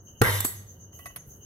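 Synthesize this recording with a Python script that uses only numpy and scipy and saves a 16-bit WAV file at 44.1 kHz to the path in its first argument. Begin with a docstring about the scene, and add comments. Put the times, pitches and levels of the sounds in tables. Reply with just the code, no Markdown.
"""Hammer on a padlock at night

A hammer strikes a padlock hanging on a motorcycle wheel, close by and outdoors. The impact excites
the wheel's modes, which ring and boom, and shakes the drive chain and its guard into a rattle.
The swinging lock clinks twice against its shackle; light taps follow as the hammer is lined up again.
Insects chirp over a low distant rumble."""
import sys
import numpy as np
from scipy import signal
from scipy.fft import rfft, irfft
from scipy.io import wavfile

SR = 44100
rng = np.random.default_rng(int(sys.argv[2]) if len(sys.argv) > 2 else 0)


def store_wav(level_fs):
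    """Save 16-bit WAV to argv[1]."""
    pcm = np.round(np.clip(np.atleast_2d(level_fs), -1, 1) * 32767)
    wavfile.write(sys.argv[1], SR, pcm.T.astype(np.int16))


N = 63945
T = np.arange(N) / SR
HZ = np.fft.rfftfreq(N, 1 / SR)


# spectrum of steel striking steel (frequency [Hz], relative level [dB])
CRACK_SPECTRUM = [(40, -13.5), (130, -2.5), (230, 2.5), (450, -1), (750, -10.5), (1350, -2), (2600, -15.5),
                  (4500, -20), (8000, -21.5), (11500, -16.5), (16000, -25)]
# modes of the wheel and frame (frequency [Hz], level [dB], T60 [s], pan [dB])
WHEEL_MODES = [(62, -26, .15, 3), (122, -7, .075, 3), (238, -21, .055, -3), (335, -19, .035, -6),
               (456, -11, .06, -3), (826, -23, .1, -2), (1165, -27, .13, -2), (1390, -18, .09, -2),
               (1503, -30, .3, -2), (1843, -36, .3, -1), (1910, -30, .62, 0), (1971, -40, .65, 0),
               (2750, -43, .35, 0)]
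def hammer_blow(start=.2148):
    """Impact excitation: air is pushed ahead of the hammer, the contact cracks, the wheel rings."""
    lead_s, width_s = .0019, .0023
    push = -amp(-24.5) * np.exp(-((T - start + lead_s) / width_s) ** 2 / 2)
    crack = amp(-13) * pan(-.5) * noise(CRACK_SPECTRUM) * burst(start, t60=.021, hold=.0063)
    ringing = sum(pan(side) * ring([mode], start) for *mode, side in WHEEL_MODES)
    return push + crack + ringing


def wheel_boom(start=.245, hz=99.7, beat_hz=3.93, t60=1.04):
    """Beating: two close, low modes of the wheel interfere as they decay."""
    t = np.maximum(T - start, 0)
    return amp(-19.5 - 60 * t / t60) * np.sin(np.pi * beat_hz * t) * np.sin(2 * np.pi * hz * t)


# spectra of one collision of the guard and of the chain (frequency [Hz], relative level [dB])
GUARD_SPECTRUM = [(40, -19), (150, -10.5), (300, -7.5), (480, -2.5), (800, -4.5), (1100, -7.5),
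                  (1500, -2.5), (1750, -7), (1930, 7.5), (2150, -12.5), (2900, -19), (4000, -71),
                  (16000, -68)]
CHAIN_SPECTRUM = [(300, -45), (2000, -7), (3100, -0.5), (3600, -4.5), (4600, -11), (6000, -3), (7200, -9.5),
                  (9200, -9.5), (10700, 1), (12300, -1), (14000, -5), (16000, -20.5)]
# modes of the chain links (frequency [Hz], relative level [dB], T60 [s])
LINK_MODES = [(3504, -13, 0.13), (3553, -2.5, .14), (3745, 0, 0.043), (4180, -6.5, 0.15),
              (5015, -6.5, 0.12), (5390, -11, 0.089), (6110, -4.5, 0.096), (6800, -10, .1),
              (7670, -6, 0.14), (7940, -4.5, 0.089), (8800, -1.5, 0.11), (10482, 6.5, 0.028),
              (10630, 4.5, 0.052), (16000, -4, 0.092)]
def chain_and_guard():
    """Repeated collisions: the shaken guard clatters and dies away while the links keep jingling."""
    clack = burst(0, t60=.029)
    guard = amp(-23.5) * rattle(noise(GUARD_SPECTRUM) * clack)
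    chain = amp(-32) * rattle(noise(CHAIN_SPECTRUM) * clack)
    links = amp(-35) * rattle(ring(LINK_MODES, 0))
    guard_envelope = swell(.2204, rise=.034, hold=.015, fade=130.7)
    chain_envelope = swell(.2126, rise=.026, hold=.12, fade=128)
    return guard * guard_envelope + (chain + links) * chain_envelope


# contacts of lock and shackle; the last two fuse into one clink
# (time [s], ring level [dB], tick level [dB], knock level [dB], pan [dB])
CLINKS = [(.4038, -15, -21, -33, -2), (0.4449, -4.5, -27, -37, -6.5), (0.4485, -3.5, -23, -24, 0.5)]
# modes of the shackle (frequency [Hz], level [dB], T60 [s])
SHACKLE_MODES = [(4371, -46, .33), (4480, -50, .3), (5050, -51, .42), (5696, -50, .3), (6713, -44, .32),
                 (7677, -42, .33), (7766, -30, .22), (7817, -33, .22), (8199, -38, .2), (8963, -41, .24),
                 (9604, -45, .18), (10912, -36, .2), (11660, -38, .2), (11805, -36, .22), (11856, -35, .2),
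                 (12560, -37, .18), (13810, -39, .13), (14082, -40, .17)]
# spectra of the bright tick and the dull knock (frequency [Hz], relative level [dB])
CLINK_TICK_SPECTRUM = [(300, -29), (2000, -8), (3500, -4.5), (5200, -9.5), (6800, -2.5), (7800, 10),
                       (9200, -3.5), (11800, 8.5), (14000, 1), (16000, -6)]
KNOCK_SPECTRUM = [(40, -12), (110, 1), (260, -1), (600, -14), (1000, -2), (1700, -10), (3000, -23),
                  (16000, -60)]
def lock_clinks():
    """Free vibration: each contact rings the shackle, and the swing modulates the modes' amplitudes."""
    tick, knock = noise(CLINK_TICK_SPECTRUM), noise(KNOCK_SPECTRUM)
    jingle = amp(-31) * shackle_overtones()
    out = np.zeros((2, N))
    for start, ring_db, tick_db, knock_db, side in CLINKS:
        ringing = ring(SHACKLE_MODES, start, flutter=.98) + jingle * burst(start, t60=.33)
        contact = amp(tick_db) * tick * burst(start, t60=.028, hold=.0023)
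        contact += amp(knock_db) * knock * burst(start, t60=.035)
        out += pan(side) * (amp(ring_db) * ringing + contact)
    return out


# spectral envelope of the shackle's overtones (frequency [Hz], relative level [dB])
OVERTONE_SPECTRUM = [(3400, -4.5), (4400, -28), (5600, -26), (7800, -3), (9300, -7), (11500, 9),
                     (13500, -2.5), (15700, -8)]
def shackle_overtones(count=130, spread_db=12):
    """Inharmonic partials of small steel parts: one steady tone at random in each equal band."""
    draw = rng.random((count, 5))
    low, high = OVERTONE_SPECTRUM[0][0], OVERTONE_SPECTRUM[-1][0]
    hz = low + (high - low) * (np.arange(count) + draw[:, 0]) / count
    gains = amp(curve(OVERTONE_SPECTRUM, hz) + spread_db * draw[:, 1:3].T)
    lines = np.zeros((2, len(HZ)), complex)
    lines[:, np.searchsorted(HZ, hz)] = gains * np.exp(2j * np.pi * draw[:, 3:].T)
    return unit_rms(irfft(lines, N))


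# touches of the hammer on the lock
# (time [s], low ring level [dB], high ring level [dB], body level [dB], tick level [dB], pan [dB])
TAPS = [(.809, -38, -23, -74, -64, -2), (.926, -26, -36, -63.5, -61, -5), (.99, -9.5, -13, -55, -50, -8),
        (1.0565, 1.5, 5, -41, -46, -1), (1.065, -16.5, -6.5, -57, -44.5, 0),
        (1.102, -15, -32, -60, -72, -3), (1.16, -10.5, -4, -41.5, -32, -2)]
# low and high modes of the lock (frequency [Hz], level [dB], T60 [s])
LOCK_LOW_MODES = [(703, -38.5, 0.03), (1119, -39, 0.052), (1963, -41.5, .17), (2610, -52, 0.17)]
LOCK_HIGH_MODES = [(10640, -45, 0.08), (10893, -60, 0.29), (11700, -48, 0.13), (12300, -53.5, 0.2)]
# spectra of a tap's body and tick (frequency [Hz], relative level [dB])
TAP_BODY_SPECTRUM = [(100, -29), (450, -6.5), (720, 5), (1200, 7), (2100, 3.5), (3000, -10), (4200, -7),
                     (6000, -7.5), (16000, -49)]
TAP_TICK_SPECTRUM = [(500, -16), (3000, -10.5), (6200, -19), (7400, -29), (8400, -12.5), (9300, -7),
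                     (10600, 2), (12200, -5.5), (13500, -10), (16000, -22)]
def hammer_taps():
    """Light impacts: each gives a noise transient and excites the lock's modes in a new balance."""
    body, tick = noise(TAP_BODY_SPECTRUM), noise(TAP_TICK_SPECTRUM)
    out = np.zeros((2, N))
    for start, low_db, high_db, body_db, tick_db, side in TAPS:
        ringing = amp(low_db) * ring(LOCK_LOW_MODES, start) + amp(high_db) * ring(LOCK_HIGH_MODES, start)
        contact = (amp(body_db) * body + amp(tick_db) * tick) * burst(start, t60=.056)
        out += pan(side) * (ringing + contact)
    return out


# bumps of the frame and the hand (time [s], level [dB])
BUMPS = [(.145, -52), (0.269, -29), (1.099, -52), (1.27, -45)]
# spectrum of a bump (frequency [Hz], relative level [dB])
BUMP_SPECTRUM = [(20, -20.5), (50, 8), (110, -1.5), (200, -17.5), (500, -26), (2000, -68)]
def soft_bumps(t60=.14):
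    """Soft contact: a slow impact puts its energy into the bass."""
    envelope = sum(amp(db) * swell(start, rise=.006, hold=0, fade=60 / t60) for start, db in BUMPS)
    return noise(BUMP_SPECTRUM) * envelope


# decay of the outdoor echoes (frequency [Hz], T60 [s])
YARD_DECAY = [(100, .6), (1000, 0.59), (2500, 0.59), (4500, 0.68), (9000, 0.33), (15000, 0.44)]
def yard_echoes(source):
    """Diffuse reflection from the ground and nearby walls: convolution with a decaying noise tail."""
    hz, t, spectra = signal.stft(rng.standard_normal((2, SR)), SR, nperseg=256)
    decay = amp(-60 * t / curve(YARD_DECAY, hz)[:, None])
    tail = signal.istft(spectra * decay, SR, nperseg=256)[1][:, :SR]
    tail *= np.clip(T[:SR] / .015, 0, 1)  # the echoes build up
    return signal.fftconvolve(source, tail / np.linalg.norm(tail[0]), axes=1)[:, :N]


# band of the crickets' song (frequency [Hz], relative level [dB])
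CRICKET_SPECTRUM = [(4500, -65), (5600, -33.5), (6000, 0.5), (6300, 4.5), (6600, 5), (6850, -8.5),
                    (7100, -41), (8500, -70)]
def crickets(first_s=.043, period_s=.1237):
    """Periodic amplitude modulation: a narrow band of noise pulses evenly."""
    starts = first_s + period_s * np.arange(-1, N / SR / period_s)
    pulses = sum(swell(start, rise=.037, hold=.016, fade=233) for start in starts)
    return amp(-51) * pulses * noise(CRICKET_SPECTRUM)


# calls of a lower-pitched insect (time [s], level [dB])
TRILLS = [(0.069, -63), (0.148, -62.5), (0.748, -74.5), (.86, -78), (0.928, -62.5), (0.997, -59),
          (1.09, -63.5), (1.347, -75.5), (1.406, -65)]
# band of its song (frequency [Hz], relative level [dB])
TRILL_SPECTRUM = [(2200, -76), (2650, -8.5), (2950, 14), (3120, 7), (3350, -33), (4200, -66)]
def insect_trill(bed_db=-80):
    """Irregular amplitude modulation: short calls rise out of a faint, steady band of noise."""
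    calls = sum(amp(db) * swell(start, rise=.005, hold=.02, fade=204) for start, db in TRILLS)
    return pan(-2.5) * (amp(bed_db) + calls) * noise(TRILL_SPECTRUM)


# spells of thin hiss (time [s], hold [s], level [dB])
SIZZLES = [(0.007, 0.19, -65), (0.647, 0.045, -60.5), (0.924, 0.063, -53), (1.251, 0.018, -55)]
# spectrum of the hiss (frequency [Hz], relative level [dB])
SIZZLE_SPECTRUM = [(3000, -27), (7500, -13), (9000, -11.5), (12000, 4.5), (13800, 3.5), (16000, -3)]
def sizzle():
    """Gated noise: a thin high hiss comes and goes."""
    envelope = sum(amp(db) * swell(start, rise=.03, hold=hold, fade=67) for start, hold, db in SIZZLES)
    return noise(SIZZLE_SPECTRUM) * envelope


# spectrum of the night air (frequency [Hz], relative level [dB])
AIR_SPECTRUM = [(20, -20.5), (50, -9.5), (95, 3.5), (140, -4), (190, -5.5), (250, -13), (450, -13.5),
                (900, -26), (1600, -30), (1930, -36), (2400, -62), (5000, -64), (12000, -58), (16000, -39)]
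def night_air():
    """Stationary noise: a distant rumble, strongest in the bass."""
    return amp(-52) * noise(AIR_SPECTRUM)


# likeness of the sound at the two ears (frequency [Hz], coherence [0-1])
COHERENCE = [(60, 1), (130, 0.94), (300, 0.97), (700, 0.32), (2000, 0), (16000, 0.013)]
def noise(spectrum):
    """Interaural coherence: shaped stereo noise of unit RMS, nearly mono in the bass."""
    left, independent = rfft(rng.standard_normal((2, N)))
    coherence = curve(COHERENCE, HZ)
    right = coherence * left + np.sqrt(1 - coherence ** 2) * independent
    return unit_rms(irfft(np.array([left, right]) * amp(curve(spectrum, HZ)), N))


def ring(modes, start, flutter=0, mean_flutter_hz=23.62):
    """Modal superposition: damped sines that may flutter, the higher ones out of step between ears."""
    t, out = np.maximum(T - start, 0), np.zeros((2, N))
    for (hz, db, t60), (speed, left, right) in zip(modes, rng.random((len(modes), 3))):
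        lag = np.array([[0], [np.arccos(curve(COHERENCE, hz))]])
        flutter_cycles = mean_flutter_hz * (.5 + speed) * t + np.array([[left], [right]])
        waver = 1 + flutter * np.sin(2 * np.pi * flutter_cycles)
        envelope = swell(start, rise=.00365, hold=0, fade=60 / t60)
        out += amp(db) * waver * envelope * np.sin(2 * np.pi * hz * t - lag)
    return out


def rattle(response, hits_per_s=1800):
    """Shot noise: a dense shower of random collisions, each sounding the same impulse response."""
    hits = (rng.random(N) < hits_per_s / SR) * rng.choice([-1, 1], N)
    strengths = amp(-.5 * np.minimum(rng.exponential(1, N), 3))
    return unit_rms(signal.fftconvolve((hits * strengths)[None], response, axes=1)[:, :N])


def swell(start, rise, hold, fade):
    """Exponential decay at fade [dB/s] after a linear rise [s] and a hold [s]."""
    return np.clip((T - start) / rise, 0, 1) * amp(-fade * np.maximum(T - start - rise - hold, 0))


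def burst(start, t60, hold=0):
    """Impact envelope: a fast attack, then damping by 60 dB in t60 seconds."""
    return swell(start, rise=.0013, hold=hold, fade=60 / t60)


def pan(db):
    """Interaural level difference: left and right gains, positive to the left."""
    return amp(np.array([[db], [-db]]) / 2)


def amp(db):
    """Amplitude ratio of a level in decibels."""
    return 10 ** (np.asarray(db) / 20)


def unit_rms(x):
    """Normalisation to an RMS of 1."""
    return x / np.sqrt(np.mean(x ** 2) + 1e-20)


def curve(points, hz):
    """Interpolation of a table on a log-frequency axis."""
    frequencies, values = np.transpose(points)
    return np.interp(np.log(hz + 1), np.log(frequencies + 1), values)


def scene():
    """Superposition: nearby metal, its low thuds and its echoes, with the night behind."""
    metal = hammer_blow() + chain_and_guard() + lock_clinks() + hammer_taps()
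    bass = wheel_boom() + soft_bumps()
    echoes = amp(-15) * yard_echoes(metal)
    night = crickets() + insect_trill() + sizzle() + night_air()
    return metal + bass + echoes + night


def record(dry, ceiling=.8, cutoff_hz=15850):
    """Soft saturation rounds the peak of the blow; a low-pass filter then limits the band."""
    saturated = ceiling * np.tanh(dry / ceiling)
    lowpass = signal.firwin(511, cutoff_hz, window=("kaiser", 9), fs=SR)
    return signal.oaconvolve(saturated, lowpass[None], "same")


dry = scene()
out = record(dry)
store_wav(out)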